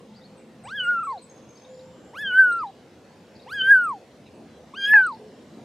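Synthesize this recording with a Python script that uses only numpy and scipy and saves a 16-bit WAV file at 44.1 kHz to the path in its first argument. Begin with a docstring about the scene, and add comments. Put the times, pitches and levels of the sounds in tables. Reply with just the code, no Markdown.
"""On a lawn, a kitten meows four times close by, over far traffic, an engine drone, a dove and small birds with echoes.
The kitten's voice is nearly a pure tone: a mouth resonance falls through each call and lifts first the
second partial (twice the pitch), then the first. Breath noise, slips of the folds and a crack roughen it.
Birds and dove are gliding or wavering sines, apart from one buzzy whistle and one hoarse cheep of filtered noise.
Traffic is random noise with a shaped, drifting spectrum, and the drone is a narrow band of noise."""
import sys
import numpy as np
from scipy import signal
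from scipy.io import wavfile
from scipy.ndimage import uniform_filter1d

SR = 44100
rng = np.random.default_rng(int(sys.argv[2]) if len(sys.argv) > 2 else 0)


def generate_wav(sig):
    """Save sig (samples, or channels by samples) to the path in sys.argv[1] as 16-bit PCM at SR."""
    pcm = np.round(np.clip(np.atleast_2d(sig).T, -1, 1) * 32767).astype(np.int16)
    wavfile.write(sys.argv[1], SR, pcm)


N = 248724


def amp(db):
    """Gain of a level in dB."""
    return 10 ** (np.asarray(db) / 20)


def evened(x):
    """Scales to rms 1 (an average strength of one)."""
    return x / np.sqrt(np.mean(x ** 2) + 1e-20)


def read(points, hz):
    """Reads a spectrum on a log-frequency axis."""
    f, value = np.transpose(points)
    return np.interp(np.log(hz + 1), np.log(f + 1), value)


def curves_at(rows, t):
    """Reads the columns of a curve table at the times t."""
    s, *columns = np.transpose(rows)
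    return [np.interp(t, s, c) for c in columns]


def unroll(rows):
    """Sample times and columns of a curve table."""
    t = np.arange(max(rows[0][0], 0), rows[-1][0], 1 / SR)
    return (t, *curves_at(rows, t))


def add(mix, s, sound):
    """Mixes a sound in at a time."""
    part = mix[max(round(s * SR), 0):][:len(sound)]
    part += sound[:len(part)]


def resonate(x, hz, width):
    """Shifts the curve hz down to zero, smooths twice, and shifts back: a steep moving resonance."""
    turn = np.exp(2j * np.pi * np.cumsum(hz * np.ones(len(x))) / SR)
    r = np.exp(-np.pi * width / SR)
    smooth = signal.lfilter([(1 - r) ** 2], [1, -2 * r, r * r], x / turn)
    return 2 * (turn * smooth).real


def noise_band(count, hz, width):
    """Noise of rms 1 through a resonance at hz."""
    return evened(resonate(rng.standard_normal(count), hz, width))


def wander(count, seconds):
    """Slow chance of rms 1."""
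    size = max(round(seconds * SR), 1)
    return evened(uniform_filter1d(uniform_filter1d(rng.standard_normal(count), size), size))


def tone(hz, db):
    """A sine of rms level db along a pitch curve."""
    return np.sqrt(2) * amp(db) * np.sin(2 * np.pi * np.cumsum(hz) / SR)


# colour of the traffic, before overall leveling: [f/Hz, level/dB per Hz]
TRAFFIC_COLOUR = [(15, -68.5), (25, -36.5), (48, -34.5), (77, -11.5), (164, -6), (221, -4.5), (379, -8),
                  (523, -5.5), (567, -10), (826, -15.5), (1200, -22.5), (5150, -32), (7500, -37),
                  (15500, -54)]
# width of the traffic, difference between the ears against what they share: [f/Hz, level/dB]
TRAFFIC_WIDTH = [(60, -18), (240, -20), (950, -11), (3770, -6.5), (15000, -5.5)]
# loudness of the traffic: [t/s, level/dB]
TRAFFIC_LEVEL = [(0, -50), (2, -49.5), (4.999, -49), (5.64, -47.5)]


def traffic(patchy_db=2.5):
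    """Random short-time spectra with drifting patches; the ears share most of the bass, less of the treble."""
    frames, hz = N // 1024 + 5, np.fft.rfftfreq(4096, 1 / SR)
    a, b, c, d, patches = rng.standard_normal((frames, 2049, 5)).T
    patches = uniform_filter1d(patches, size=20, axis=0)  # across frequency
    patches = evened(uniform_filter1d(patches, size=4, axis=1))  # across time
    mid = a + 1j * b
    side = (c + 1j * d) * amp(read(TRAFFIC_WIDTH, hz))[:, None]
    colour = amp(read(TRAFFIC_COLOUR, hz)[:, None] + patchy_db * patches)
    z = np.array([mid + side, mid - side]) * colour
    rumble = signal.istft(z, nperseg=4096, noverlap=3072)[1][:, :N]
    level_db, = curves_at(TRAFFIC_LEVEL, np.arange(N) / SR)
    return amp(level_db) * evened(rumble)


# far engine: [t/s, f/Hz, level/dB]
ENGINE = [(0, 214, -49), (.7, 222, -56.5), (1.2, 227, -66), (3.3, 225.9, -64), (5.64, 223.8, -52)]


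def engine_drone():
    """A far engine: a narrow band of noise that follows a slow pitch curve."""
    out = np.zeros(N)
    t, hz, db = unroll(ENGINE)
    add(out, t[0], amp(db) * noise_band(len(t), hz, 45))
    return out


# soft coos, before their swell and wavering: [t/s, length/s, f/Hz, level/dB]
COOS = [(0, 0.96, 515, -61), (.7, 0.34, 515, -53.5), (1.3, 0.19, 512, -54.5), (1.55, 0.48, 514, -45.5),
        (2.3, 0.35, 514, -51), (1.899, 0.9, 476, -59), (3.4, 0.54, 476, -54.5), (5.149, 0.22, 430, -51.5)]


def dove():
    """Coos: sines that swell and fade while pitch and level waver a little."""
    out = np.zeros(N)
    for s, length, hz, db in COOS:
        swell = np.hanning(round(length * SR))
        wavering_hz = hz * (1 + .006 * wander(len(swell), 0.057))
        wavering_db = db + 1.3 * wander(len(swell), 0.026)
        add(out, s, swell * tone(wavering_hz, wavering_db))
    return out


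# Bird levels below are before fades, flutter and placing between the ears.
# twitter, notes that rise and fall: [t/s, length/s, top f/Hz, level/dB]
ARCHES = [(.212, .018, 3730, -59), (1.791, 0.013, 3970, -61), (3.394, 0.014, 3830, -57.5),
          (0.137, 0.06, 4830, -58.5), (0.228, 0.045, 4440, -56.5), (1.085, 0.064, 4590, -60.5),
          (1.17, .035, 4298, -53.5), (1.643, 0.019, 3750, -57), (2.512, 0.026, 4110, -53.5),
          (2.576, 0.0461, 4930, -57.5), (2.66, 0.037, 3980, -58), (5.026, 0.039, 4210, -54.5)]
ARCH_FOOT_HZ, ARCH_SKEW = 3550, 1.35  # a skew above 1 puts the top after the middle
# a high bird's falling notes: [t/s, level/dB]
HIGH_NOTES = [(.364, -64), (.629, -56), (0.827, -54.5), (1.024, -54.5), (1.211, -56)]
HIGH_S, HIGH_START_HZ, HIGH_END_HZ = .05, 8690, 7420
# faint level bird notes: [t/s, length/s, f/Hz, level/dB]
LEVEL_NOTES = [(1.548, 0.041, 4630, -64), (1.573, 0.014, 5170, -59), (2.34, .09, 4230, -65.5),
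               (4.472, 0.15, 4000, -69.5)]
# twitter, quick falling strokes: [t/s, start f/Hz, level/dB]
STROKES = [(1.747, 5100, -63), (1.803, 5280, -60), (1.815, 4630, -73), (3.349, 5020, -61),
           (3.36, 5440, -58.5), (3.402, 4990, -65.5), (3.416, 5430, -59.5), (3.426, 4945, -60),
           (5.069, 4960, -56), (5.077, 5050, -60), (5.115, 4890, -56.5), (5.131, 5210, -58),
           (5.142, 4900, -55)]
STROKE_S, STROKE_FALL = .016, .74  # length; end pitch as a share of the start


def twitter():
    """Small birds: near-sine notes that arch, fall or stay level, with a fluttering strength."""
    notes = []
    for s, length, top_hz, db in ARCHES:
        arch = np.sin(np.pi * np.linspace(0, 1, round(length * SR)) ** ARCH_SKEW)
        notes.append((s, ARCH_FOOT_HZ + (top_hz - ARCH_FOOT_HZ) * arch, db))
    for s, db in HIGH_NOTES:
        notes.append((s, np.geomspace(HIGH_START_HZ, HIGH_END_HZ, round(HIGH_S * SR)), db))
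    for s, length, hz, db in LEVEL_NOTES:
        notes.append((s, np.full(round(length * SR), hz), db))
    for s, hz, db in STROKES:
        notes.append((s, np.geomspace(hz, STROKE_FALL * hz, round(STROKE_S * SR)), db))
    out = np.zeros(N)
    for s, hz, db in notes:
        flutter = 1 + 0.4 * wander(len(hz), 0.0014)
        add(out, s, tone(hz, db) * flutter * signal.windows.tukey(len(hz), .7))
    return out


# trill of paired pips: s = first t/s, every = t/s between pairs, pair = t/s within a pair,
# first_hz and last_hz = middle f/Hz of the first and last pips
TRILL = dict(s=1.2935, every=.0645, pair=.015, first_hz=6500, last_hz=6300)
# each pair of the trill: [level/dB]
PAIR_LEVELS = [-52, -57, -61, -53, -54.5, -56]


def trill():
    """Pairs of short pips; each pip slides up by three percent."""
    out = np.zeros(N)
    pitches = np.linspace(TRILL["first_hz"], TRILL["last_hz"], len(PAIR_LEVELS))
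    for k, hz in enumerate(pitches):
        pip = tone(np.linspace(.985 * hz, 1.015 * hz, round(0.014 * SR)), PAIR_LEVELS[k])
        for late in (0, TRILL["pair"]):
            add(out, TRILL["s"] + k * TRILL["every"] + late, pip * np.hanning(len(pip)))
    return out


# one long buzzy note: [t/s, f/Hz, level/dB]
WHISTLE = [(1.68, 6900, -62), (1.72, 7100, -64.5), (1.9, 7320, -71.5), (2.12, 7370, -70)]


def buzzy_whistle():
    """Noise through a narrow resonance that follows the pitch of the note."""
    out = np.zeros(N)
    t, hz, db = unroll(WHISTLE)
    add(out, t[0], amp(db) * noise_band(len(t), hz, 250) * signal.windows.tukey(len(t), .1))
    return out


def garden(x, t60=0.28):
    """Echoes from hedges and walls: a noise tail, other for each ear, that dies by 60 dB in t60 seconds."""
    t = np.arange(SR // 2) / SR
    tail = rng.standard_normal((2, len(t))) * amp(-60 * t / t60) * (t > .006)
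    return signal.fftconvolve(x[None], tail / np.linalg.norm(tail[0]), axes=1)[:, :N]


def tent(octaves, nearing_db, leaving_db):
    """Loss in dB at a distance in octaves before or after a resonance."""
    return np.where(octaves < 0, nearing_db * octaves, -leaving_db * octaves)


# the folds slip to another setting and stay there: [t/s, pitch factor, level step/dB]
SLIPS = [(.903, 0.99, 0), (2.391, 1.0, 2), (3.707, 1.0085, 0.5), (1.001, 1.052, -5.5), (1.03, 0.93, 0),
         (1.043, 1.106, -5), (1.071, 0.88, 5), (1.126, 0.931, -2), (2.228, 0.97, 2.5), (2.633, 0.89, 4)]
SLIP_S = .003


def slip_folds(t, hz, effort_db):
    """Steps pitch and effort at each slip that falls inside this meow."""
    for s, factor, step_db in SLIPS:
        slipped = np.clip((t - s) / SLIP_S + .5, 0, 1) * (s > t[0])
        hz, effort_db = hz * factor ** slipped, effort_db + step_db * slipped
    return hz, effort_db


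# the high partials: [partial number, level/dB against the swell]
HIGH_PARTIALS = [(5, -11), (6, -1), (7, 1.5), (8, -12)]
# lights each high partial that crosses it: [f/Hz, width/Hz, level/dB against the swell]
THROAT = (8300, 600, 3)
SHINE_DB_PER_S = 190  # the high partials swell to a top and fade
FAN_TILT_DB = -5  # dB per partial in the rich opening


def high_partials(t, hz, effort_db, since, high_s, high_db, fan, smear):
    """Partials that swell once and glow in a throat resonance, each with a halo of breath."""
    out = np.zeros(len(t))
    throat_hz, throat_width, throat_db = THROAT
    for k, partial_db in HIGH_PARTIALS:
        throat = amp(throat_db + effort_db - effort_db.max())
        throat = throat / (1 + (2 * (k * hz - throat_hz) / throat_width) ** 2) ** 2
        shine = throat + amp(-SHINE_DB_PER_S * abs(t - high_s))
        shine = shine * amp(high_db + partial_db + 4.5 * wander(len(t), .012))
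        shine = shine * (1 - np.exp(-(since / .009) ** 2))  # gone for a moment at the crack
        shine = shine + fan * amp(FAN_TILT_DB * (k - 2))
        out += shine * smear[k - 3] * tone(k * hz, 0)
        out += shine * .3 * noise_band(len(t), k * hz, 900)
    return out


# strong and weak cycles alternate: [t/s, length/s, level/dB of the line at 3/2 of the pitch, before its gate]
DOUBLING = [(0.897, 0.023, -54), (2.207, 0.028, -52), (3.537, 0.073, -56), (4.794, .12, -48.5)]


def alternating_cycles(t, hz):
    """Strong and weak cycles in turn give lines half-way between the partials."""
    out = np.zeros(len(t))
    for s, length, db in DOUBLING:
        u = (t - s) / length
        gate = np.clip(u * 5, 0, 1) * np.clip((1 - u) * 4, 0, 1)
        if gate.any():
            lines = tone(3 * hz / 2, db) + tone(5 * hz / 2, db - 11)
            out += gate * lines * (.8 + 0.14 * wander(len(t), 0.002))
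    return out


# the voice cracks and a lower vibration sets in, levels before its roughness:
# [t/s, f/Hz, level/dB, level/dB of its sum tone with the voice]
BREAK = [(4.931, 995, -33.5, -33), (4.942, 869.5, -29.5, -35.5), (4.97, 869, -34.5, -40.5),
         (5.004, 857, -36.5, -48.5), (5.022, 857.6, -45.5, -51)]


def lower_vibration(t, hz):
    """A second vibration of the voice, with its sum and difference tones, all ragged."""
    low_hz, low_db, sum_db = curves_at(BREAK, t)
    lower = tone(low_hz, low_db) + tone(hz - low_hz, low_db - 24)
    lower = lower + tone(hz + low_hz, sum_db) + tone(2 * hz - low_hz, sum_db - 2.5)
    lower = lower + tone(2 * hz + low_hz, sum_db - 18.5)
    ragged = 1 + 0.25 * wander(len(t), 0.0017)
    return lower * ragged * np.clip((t - BREAK[0][0]) / 0.0028, 0, 1) * (t < BREAK[-1][0])


# the tone breaks off for an instant with a snap: [t/s, f/Hz, level/dB before its fade]
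CRACK = (4.937, 1900, -29)
NEARING_DB_PER_OCT, LEAVING_DB_PER_OCT = 29, 24.5  # lift of the first partial around the resonance
LET_GO_DB, LET_GO_PITCH = -7.5, 1.0204  # step as the resonance leaves the second partial
SETTLE_DB = -13.5  # step of the second partial as the resonance meets the first
SECOND_GROWTH = 1.3  # dB of resting second partial for each dB of effort
THIRD_DB, FOURTH_DB = -49, -10  # third below the first; fourth below the third
THIRD_DB_PER_OCT = 13.5
FAN_S = .11  # length of the opening of a meow, rich in partials


def meow(rows, mouth):
    """Partials on one pitch curve, weighed by a mouth resonance that falls one octave, plus breath."""
    t, hz, effort_db = unroll(rows)
    (second_s, first_s, second_top_db, rise_db, fall_db, resting_db, lift_db, breath_db, third_db,
     fan_second_db, fan_db, high_s, high_db) = mouth
    count = len(t)
    hz = uniform_filter1d(hz, round(.012 * SR), mode="nearest")  # muscles round the turns of pitch
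    hz, effort_db = slip_folds(t, hz, effort_db)
    fallen = (t - second_s) / (first_s - second_s)  # octaves the resonance has fallen
    let_go = np.clip((t - second_s) / (2 * SLIP_S) + .5, 0, 1)
    hz = hz * LET_GO_PITCH ** let_go * (1 + .001 * wander(count, .004))  # slight unsteadiness of the folds
    since = t - CRACK[0] - .0012
    restart = (since > 0) * np.exp(-np.maximum(since, 0) / 0.0017)
    hz = hz * (1 + 0.1 * restart)  # the tone restarts sharp

    lift = 1 + amp(lift_db + tent(fallen - 1, NEARING_DB_PER_OCT, LEAVING_DB_PER_OCT))
    first_db = uniform_filter1d(effort_db + 20 * np.log10(lift), round(0.0056 * SR), mode="nearest")
    first_db = first_db - 10.0 * np.exp(-(since / 0.00096) ** 2)  # brief dip at the crack
    opening = np.sin(np.pi * np.clip((t - t[0]) / FAN_S, 0, 1))
    fan = amp(fan_db) * opening

    near_second_db = uniform_filter1d(tent(fallen, rise_db, fall_db), round(.009 * SR), mode="nearest")
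    settle_db = SETTLE_DB * np.clip((t - first_s) / (5 * SLIP_S) + 0.68, 0, 1)
    second = amp(second_top_db + near_second_db + LET_GO_DB * let_go + settle_db)
    resting = amp(resting_db + SECOND_GROWTH * (effort_db - effort_db.max()))
    # the resting part is opposite in phase, so the partial dips where the two match
    second = second - resting + amp(fan_second_db) * opening
    third = amp(third_db + tent(fallen, THIRD_DB_PER_OCT, THIRD_DB_PER_OCT) + LET_GO_DB * let_go)
    third = third + amp(first_db + THIRD_DB) + fan

    out = tone(hz, .2 * wander(count, .006) + first_db)
    out += second * tone(2 * hz, .9 * wander(count, .004))
    smear = .7 + .5 * np.array([wander(count, .003) for _ in range(6)])  # breath blurs the weak partials
    out += third * smear[0] * tone(3 * hz, 0)
    fourth = tone(4 * hz, FOURTH_DB + 3.0 * wander(count, .015))
    out += third * smear[1] * np.clip(hz / 1450, 0, 1) ** 3 * fourth
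    out += high_partials(t, hz, effort_db, since, high_s, high_db, fan, smear)
    out += amp(.5 * first_db - 61) * noise_band(count, 5700, 6000)  # air noise grows with effort
    out += alternating_cycles(t, hz) + lower_vibration(t, hz)
    breath = noise_band(count, 2 * hz / 2 ** np.clip(fallen, 0, 1), 520)  # heard in the resonance
    out += amp(breath_db) * breath * np.sin(np.pi * np.clip((fallen + 0.48) / 1.9, 0, 1)) ** 4
    return t[0], out * signal.windows.tukey(count, .03)


# air past the teeth as the mouth opens: [t/s, length/s, level/dB before its swell]
HISS = [(2.136, 0.13, -59), (3.475, .11, -60), (4.8, 0.24, -63)]


def teeth_hiss(length, db):
    """Air hisses past the teeth: uneven high noise that swells and fades."""
    count = round(length * SR)
    air = noise_band(count, 10800, 4800) * amp(3 * wander(count, .003))
    return amp(db) * evened(air) * np.hanning(count)


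def crack_snap(hz, db):
    """A burst of noise around hz that starts fast and dies quickly."""
    t = np.arange(round(.03 * SR)) / SR
    return amp(db - 60 * t / 0.033) * np.minimum(t / 0.0013, 1) * noise_band(len(t), hz, 700)


# one table a meow, before slips and the resonance: [t/s, pitch f/Hz, effort level/dB]
MEOWS = [
    [(0.632, 641, -53), (0.664, 826, -41.5), (0.704, 1330, -42.5), (0.725, 1553, -33.5),
     (0.76, 1718, -32.5), (0.81, 1476, -32), (0.86, 1371, -33), (0.912, 1434, -29.5), (1.06, 1222, -22.5),
     (1.124, 1063, -23.5), (1.188, 733, -35)],
    [(2.128, 755, -48.5), (2.16, 1256, -42), (2.192, 1688, -34), (2.228, 1764, -32.5), (2.316, 1471, -33),
     (2.4, 1581, -28.5), (2.515, 1412, -28), (2.592, 1372, -33), (2.63, 1202, -33.5), (2.665, 919, -45.5),
     (2.712, 862, -53)],
    [(3.46, 682, -46.5), (3.505, 1260, -45), (3.525, 1510, -32.5), (3.545, 1696, -31.5), (3.62, 1504, -29),
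     (3.665, 1524, -27.5), (3.716, 1614, -27), (3.76, 1482, -23.5), (3.852, 1341, -26), (3.916, 1041, -28),
     (3.944, 810, -37), (3.988, 693, -50.5)],
    [(4.735, 970, -31.5), (4.757, 1408, -53), (4.78, 1602, -34), (4.815, 1597, -34.5), (4.85, 1605, -28.5),
     (4.943, 1704, -29.5), (4.98, 1566, -21.5), (5.06, 1418, -24.5), (5.135, 851, -38), (5.175, 880, -54)],
]
# the mouth in each meow, parts before they are combined: [resonance at second partial t/s, at first partial t/s,
# second partial top level/dB, its rise/dB per octave, its fall/dB per octave, its resting level/dB,
# lift of the first/dB, breath level/dB, third partial level/dB, opening second partial level/dB,
# opening third partial level/dB, top of the high partials t/s, their level/dB]
MOUTH = [(0.813, 0.894, -21.5, 35.3, 16, -51, 11.4, -54, -59.5, -53, -50, .8, -72),
         (2.282, 2.394, -25.5, 39.95, 9.9, -51.5, 15.66, -53, -67.5, -47.5, -54, 2.39, -60),
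         (3.622, 3.716, -19, 40.5, 20, -54, 18.6, -50.5, -52, -52, -51, 3.72, -54.5),
         (4.856, 4.942, -19.5, 35.19, 32, -53.5, 20.4, -44.5, -41.5, -42.5, -68, 4.91, -52)]
# a tone lingers in the mouth resonance and beats with the second partial: [t/s, length/s, f/Hz, level/dB before fades]
HELD = (4.858, .065, 3200, -43)


def kitten():
    """The meows, the hiss of the opening mouth, the crack and the lingering tone."""
    out = np.zeros(N)
    for rows, mouth in zip(MEOWS, MOUTH):
        add(out, *meow(rows, mouth))
    for s, length, db in HISS:
        add(out, s, teeth_hiss(length, db))
    s, hz, db = CRACK
    add(out, s, crack_snap(hz, db))
    s, length, hz, db = HELD
    count = round(length * SR)
    add(out, s, tone(np.full(count, hz), db) * np.hanning(count) ** .5)
    return out


# one hoarse note: [t/s, length/s, start f/Hz, end f/Hz, level/dB before fades]
CHEEP = (4.252, 0.048, 1340, 1220, -59)


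def hoarse_cheep():
    """Noise around the second and third partial of a falling pitch."""
    out = np.zeros(N)
    s, length, start_hz, end_hz, db = CHEEP
    hz = np.linspace(start_hz, end_hz, round(length * SR))
    hoarse = sum(noise_band(len(hz), k * hz, 350) for k in (2, 3))
    add(out, s, amp(db) * evened(hoarse) * signal.windows.tukey(len(hz), .6))
    return out


def scene():
    """Kitten in the middle, birds a little aside with their echoes, over the background."""
    background = traffic() + engine_drone() + dove() + hoarse_cheep()
    birds = twitter() + trill() + buzzy_whistle()
    far = birds * amp([[1.2], [-1.2]]) + amp(-4.0) * garden(birds)
    cat = kitten()
    near = cat * amp([[.05], [-.05]]) + amp(-53.5) * garden(cat, t60=0.22)
    return near + far + background


EDGE_HZ = 15660


def record(dry):
    """The band limit of the recorder: a steep filter removes what lies above the edge."""
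    low_pass = signal.firwin(511, EDGE_HZ, window=("kaiser", 9), fs=SR)
    return signal.oaconvolve(dry, low_pass[None], "same")


dry = scene()
out = record(dry)
generate_wav(out)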